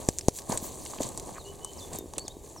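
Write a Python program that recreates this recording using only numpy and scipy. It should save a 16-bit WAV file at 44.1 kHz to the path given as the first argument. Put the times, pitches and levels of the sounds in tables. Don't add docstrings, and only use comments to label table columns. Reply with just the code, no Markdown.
import sys
import numpy as np
from scipy import signal
from scipy.fft import rfft, irfft
from scipy.io import wavfile
from scipy.ndimage import uniform_filter1d

SR = 44100
rng = np.random.default_rng(int(sys.argv[2]) if len(sys.argv) > 2 else 0)


def to_wav(s):
    ch = np.atleast_2d(s).T
    pcm = np.round(np.clip(ch, -1, 1) * 32767)
    wavfile.write(sys.argv[1], SR, pcm.astype(np.int16))


N = 114660
TOP_HZ = 16200


def undb(db):
    return 10 ** (np.asarray(db) / 20)


def unit(x):
    return x / np.sqrt(np.mean(x ** 2))


def unit_energy(x):
    return x / np.sqrt(np.sum(x ** 2, axis=-1, keepdims=True))


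def colour(x, response):
    size = 2 * N
    hz, db = np.array(response, float).T
    gain = undb(np.interp(np.log(np.fft.rfftfreq(size, 1 / SR) + 1), np.log(hz), db))
    cepstrum = irfft(np.log(gain))
    cepstrum[1:N] *= 2
    cepstrum[N + 1:] = 0
    return irfft(rfft(x, size) * np.exp(rfft(cepstrum)))[..., :N]


def wander(rate):
    hold = max(int(SR / rate), 2)
    steps = np.repeat(rng.standard_normal(N // hold + 1), hold)
    return unit(uniform_filter1d(steps, hold)[:N])


def envelope(table, column=1):
    rows = np.array(table, float)
    return undb(np.interp(np.arange(N) / SR, rows[:, 0], rows[:, column]))


def stereo(mid, side, width):
    return mid + colour(side, width) * np.array([[1], [-1]])


def add(out, start, sound):
    i = max(int(start * SR), 0)
    out[..., i:i + sound.shape[-1]] += sound[..., :N - i]


# f/Hz, relative level/dB
AMBIENT_SPECTRUM = [(15, -66), (25, 2.5), (87, 4.5), (223, -8), (384, -0.5), (887, -12.5), (1400, -28.5),
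                    (5280, -29.5), (6920, -19.5), (16000, -32)]
# f/Hz, side-to-mid ratio/dB
AMBIENT_WIDTH = [(30, -30), (120, -2.5), (4400, -39), (14000, 1)]
def outdoor_rumble(level_db=-49, swell_db=1.5):
    mid, side = unit(colour(rng.standard_normal((2, N)), AMBIENT_SPECTRUM))
    return stereo(mid, side, AMBIENT_WIDTH) * undb(level_db + swell_db * wander(9.65))


def slip_noise(bands=10, slips_per_band_s=900, spread_db=3.2):
    shape = (bands, 2, N)
    occurs = rng.random(shape) < slips_per_band_s / SR
    strength = undb(spread_db * np.minimum(rng.exponential(size=shape), 5))
    slips = occurs * strength * rng.choice([-1, 1], shape)
    band_position = np.fft.rfftfreq(N, 1 / SR) / TOP_HZ * (bands - 1)
    windows = (np.cos(np.pi / 2 * np.clip(band_position - k, -1, 1)) for k in range(bands))
    return irfft(sum(spectrum * window for spectrum, window in zip(rfft(slips), windows)), N)


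# t/s, hiss level/dB, rumble level/dB
RUB_LEVELS = [(0, -44, -43.5), (.06, -50, -47.5), (.30, -55, -84), (.375, -42.5, -54), (.42, -55, -50.5),
              (.485, -51, -47), (.497, -36.5, -35.5), (.53, -38.5, -34.5), (.60, -46.5, -48),
              (.645, -43, -43), (.72, -47, -48), (.82, -48, -47), (.865, -43.5, -47.5),
              (.995, -50.5, -44.5), (1.015, -36, -38.5), (1.07, -44, -39.5), (1.13, -51, -47),
              (1.29, -49, -43), (1.42, -54.5, -54), (1.72, -53.5, -52), (1.80, -46.5, -47),
              (1.91, -56.5, -54.5), (1.95, -41.5, -40), (2.02, -62.5, -63), (2.18, -56.5, -50),
              (2.428, -64.5, -63), (2.44, -53, -56), (2.6, -58, -54.5)]
# f/Hz, relative level/dB
RUB_HISS_SPECTRUM = [(700, -40), (1400, -12), (2800, -8), (4400, 0.5), (5200, -7), (6000, 2.5), (7200, 6.5),
                     (9000, 1.5), (11000, -5.5), (16000, -15.5)]
RUB_RUMBLE_SPECTRUM = [(30, -7.5), (180, -1.5), (600, -2.5), (1100, -5), (1400, -17.5), (5000, -42.5)]
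# f/Hz, side-to-mid ratio/dB
CASING_WIDTH = [(2400, -14), (5400, -27), (6800, -14), (8500, -2), (13000, -1)]
RUB_RUMBLE_WIDTH = [(200, -2), (900, -9)]
def finger_rubbing(flutter_db=1.2):
    def layer(spectrum, width):
        mid, side = unit(colour(slip_noise(), spectrum))
        return stereo(mid, side, width) * undb(flutter_db * wander(70))
    hiss = layer(RUB_HISS_SPECTRUM, CASING_WIDTH) * envelope(RUB_LEVELS)
    rumble = layer(RUB_RUMBLE_SPECTRUM, RUB_RUMBLE_WIDTH) * envelope(RUB_LEVELS, column=2)
    return hiss + rumble


# f/Hz, gain/dB
CASING_RESPONSE = [(300, -10.5), (1000, -19), (1400, -51.5), (2500, -18), (3400, -7), (5200, -1.5),
                   (6000, 5), (8200, 6), (11500, -11), (16000, -14)]
# t/s, relative level/dB, mode f/Hz, scrape time constant/ms
TICK_IMPACTS = [(0.0874, -9.5, 8000, 0.67), (0.089, -6.5, 6140, 0.37), (0.186, -13, 7640, 0.23),
                (0.1915, -17.5, 6800, 0.42), (0.2106, -22, 5600, 0.2), (.2840, -5.5, 6760, 0.14),
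                (0.291, -19.5, 5960, 1.2), (0.388, -18, 6200, 0.24), (0.3944, -23.5, 6000, 0.1),
                (0.4197, -31, 5100, 0.1), (0.5211, -11.5, 6600, 5.7), (0.575, -10.5, 7960, 0.5),
                (0.852, -25.5, 8900, 0.66), (1.0322, -16.5, 7350, 1.1), (1.0897, -26.5, 10300, 0.4),
                (1.1758, -16.5, 7650, 0.21), (1.198, -21.5, 7440, 0.3), (1.6465, -18, 8500, 2.5),
                (1.9333, -22.5, 7740, 0.82), (1.9597, -24, 7750, 1.8), (1.9870, -20.5, 12500, 0.21),
                (2.1366, -22, 6400, 0.31), (2.1818, -13, 7800, 0.55), (2.1834, -17, 3800, 1.5),
                (2.195, -25, 7700, 0.52), (2.2804, -17, 6930, 2.7)]
def casing_ticks(ring_decay_s=.0003, rattle_decay_s=.004, rattle_db=-4, crack_db=-1, side_db=-3):
    t = np.arange(2048) / SR
    cracks, rings = np.zeros((2, N)), np.zeros((2, N))
    for start, db, hz, scrape_ms in TICK_IMPACTS:
        scrape_noise, rattle_noise = rng.standard_normal((2, 2, len(t)))
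        contact = 2 * scrape_ms * unit_energy(scrape_noise * np.exp(-(1000 * t / scrape_ms) ** 2))
        contact[0, 0] += np.exp(-scrape_ms)
        rattle = unit_energy(rattle_noise * np.exp(-t / rattle_decay_s))
        force = unit_energy(contact) + undb(rattle_db) * rattle
        mode = np.sin(2 * np.pi * hz * t) * np.exp(-t / ring_decay_s)
        add(cracks, start, 2 * undb(db + crack_db) * force)
        add(rings, start, 2 * undb(db) * unit_energy(signal.fftconvolve(force, mode[None])))
    mid, side = colour(cracks, CASING_RESPONSE) + rings
    return stereo(mid, undb(side_db) * side, CASING_WIDTH)


# t/s, peak level/dB, polarity, Gaussian half-width/ms
BUTTON_PULSES = [(0.0887, -7, -1, 0.36), (0.2851, -2, 1, 0.3)]
def button_snap():
    t, out = np.arange(N) / SR, np.zeros(N)
    for peak_s, db, polarity, width_ms in BUTTON_PULSES:
        out += polarity * undb(db) * np.exp(-.5 * (1000 * (t - peak_s) / width_ms) ** 2)
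    return out


# centre t/s, duration/s, level/dB, centre f/Hz
SCRAPE_STROKES = [(0.372, 0.053, -47, 11000), (0.533, 0.036, -44, 1070), (0.652, 0.071, -44.5, 12000),
                  (0.8625, 0.0026, -39, 3570), (0.986, 0.0073, -40.5, 2440), (1.372, 0.04, -51, 1300),
                  (1.944, 0.11, -57, 1470), (2.165, 0.015, -48.5, 2350)]
def scrapes(edge_ratio=1.65):
    t, slips, mid_side = np.arange(N) / SR, slip_noise(), np.zeros((2, N))
    for centre_s, duration, db, hz in SCRAPE_STROKES:
        edges_hz = [hz / edge_ratio, min(hz * edge_ratio, TOP_HZ)]
        band = signal.butter(2, edges_hz, "band", fs=SR, output="sos")
        swell = np.exp(-(2 * (t - centre_s) / duration) ** 2)
        mid_side += unit(signal.sosfilt(band, slips)) * undb(db) * swell
    return stereo(*mid_side, CASING_WIDTH)


# peak t/s, peak level/dB, f/Hz
KNOCK_CONTACTS = [(0.4968, -23.5, 197), (0.5274, -21.5, 830), (0.626, -29, 220), (0.9358, -29, 1100),
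                  (1.0052, -19, 540), (1.0083, -20.5, 265), (1.292, -31, 810), (1.3823, -29, 1200),
                  (1.648, -32.5, 1000), (1.9895, -29, 350), (2.01, -32.5, 366), (2.026, -34, 370),
                  (2.042, -34, 315), (2.0591, -33, 324), (2.137, -33, 930), (2.175, -30.5, 375),
                  (2.1822, -32, 565), (2.25, -36.5, 334), (2.282, -34, 710), (2.368, -34.5, 322),
                  (2.563, -34.5, 940)]
def dull_knocks(skew=.8, half_width_at_1khz_s=.00085):
    t, out = np.arange(N) / SR, np.zeros(N)
    for peak_s, db, hz in KNOCK_CONTACTS:
        lag = t - peak_s
        half_width = half_width_at_1khz_s * np.sqrt(1000 / hz)
        skewed_width = half_width * (1 + skew * np.sign(lag))
        out += undb(db) * np.exp(-.5 * (lag / skewed_width) ** 2) * np.cos(2 * np.pi * hz * lag)
    return out


# t/s, level/dB
HUM_LEVELS = [(1.3, -67), (1.47, -47.5), (1.6, -56.5), (2.6, -64)]
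def faint_hum(hz=396, deviation_hz=8.8, flutter_db=2.5):
    phase = 2 * np.pi * np.cumsum(hz + deviation_hz * wander(29.86)) / SR
    return np.sqrt(2) * np.sin(phase) * envelope(HUM_LEVELS) * undb(flutter_db * wander(36.9))


# t/s, duration/s, peak level/dB, start f/Hz, end f/Hz
BIRD_NOTES = [(1.384, 0.048, -51.5, 4700, 3620), (1.448, 0.018, -52.5, 4670, 4050),
              (1.447, 0.073, -50, 2865, 2966), (1.606, 0.13, -51, 2940, 3064),
              (1.774, 0.037, -47, 6600, 3880), (1.804, 0.051, -47, 3620, 3484),
              (1.941, 0.085, -53.5, 3820, 3620), (2.179, 0.059, -45, 4300, 4530),
              (2.244, 0.019, -51, 4550, 5500), (2.254, 0.035, -50, 5000, 3050),
              (2.296, 0.031, -49, 3470, 3900), (2.562, 0.04, -47.5, 6300, 5200)]
def songbird(glide_power=1.6, wobble_depth=.012, echo_db=-10, echo_t60_s=.5):
    song, wobble = np.zeros(N), wander(760)
    for start, duration, db, start_hz, end_hz in BIRD_NOTES:
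        progress = np.linspace(0, 1, int(duration * SR))
        glide_hz = end_hz + (start_hz - end_hz) * (1 - progress) ** glide_power
        hz = glide_hz * (1 + wobble_depth * np.roll(wobble, -int(start * SR))[:len(progress)])
        swell = np.sqrt(np.abs(np.sin(np.pi * progress)))
        add(song, start, undb(db) * swell * np.sin(2 * np.pi * np.cumsum(hz) / SR))
    t = np.arange(SR) / SR
    reflections = unit_energy(rng.standard_normal(SR) * undb(-60 * t / echo_t60_s))
    return song + undb(echo_db) * signal.fftconvolve(song, reflections)[:N]


def scene():
    return (casing_ticks() + finger_rubbing() + scrapes() + outdoor_rumble()
            + button_snap() + dull_knocks() + faint_hum() + songbird())


def record(dry, dip_hz=1372, dip_width_hz=220):
    notch = signal.iirnotch(dip_hz, dip_hz / dip_width_hz, fs=SR)
    low_pass = signal.ellip(8, .2, 70, TOP_HZ, fs=SR, output="sos")
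    return signal.sosfilt(low_pass, signal.lfilter(*notch, dry))


dry = scene()
out = record(dry)
to_wav(out)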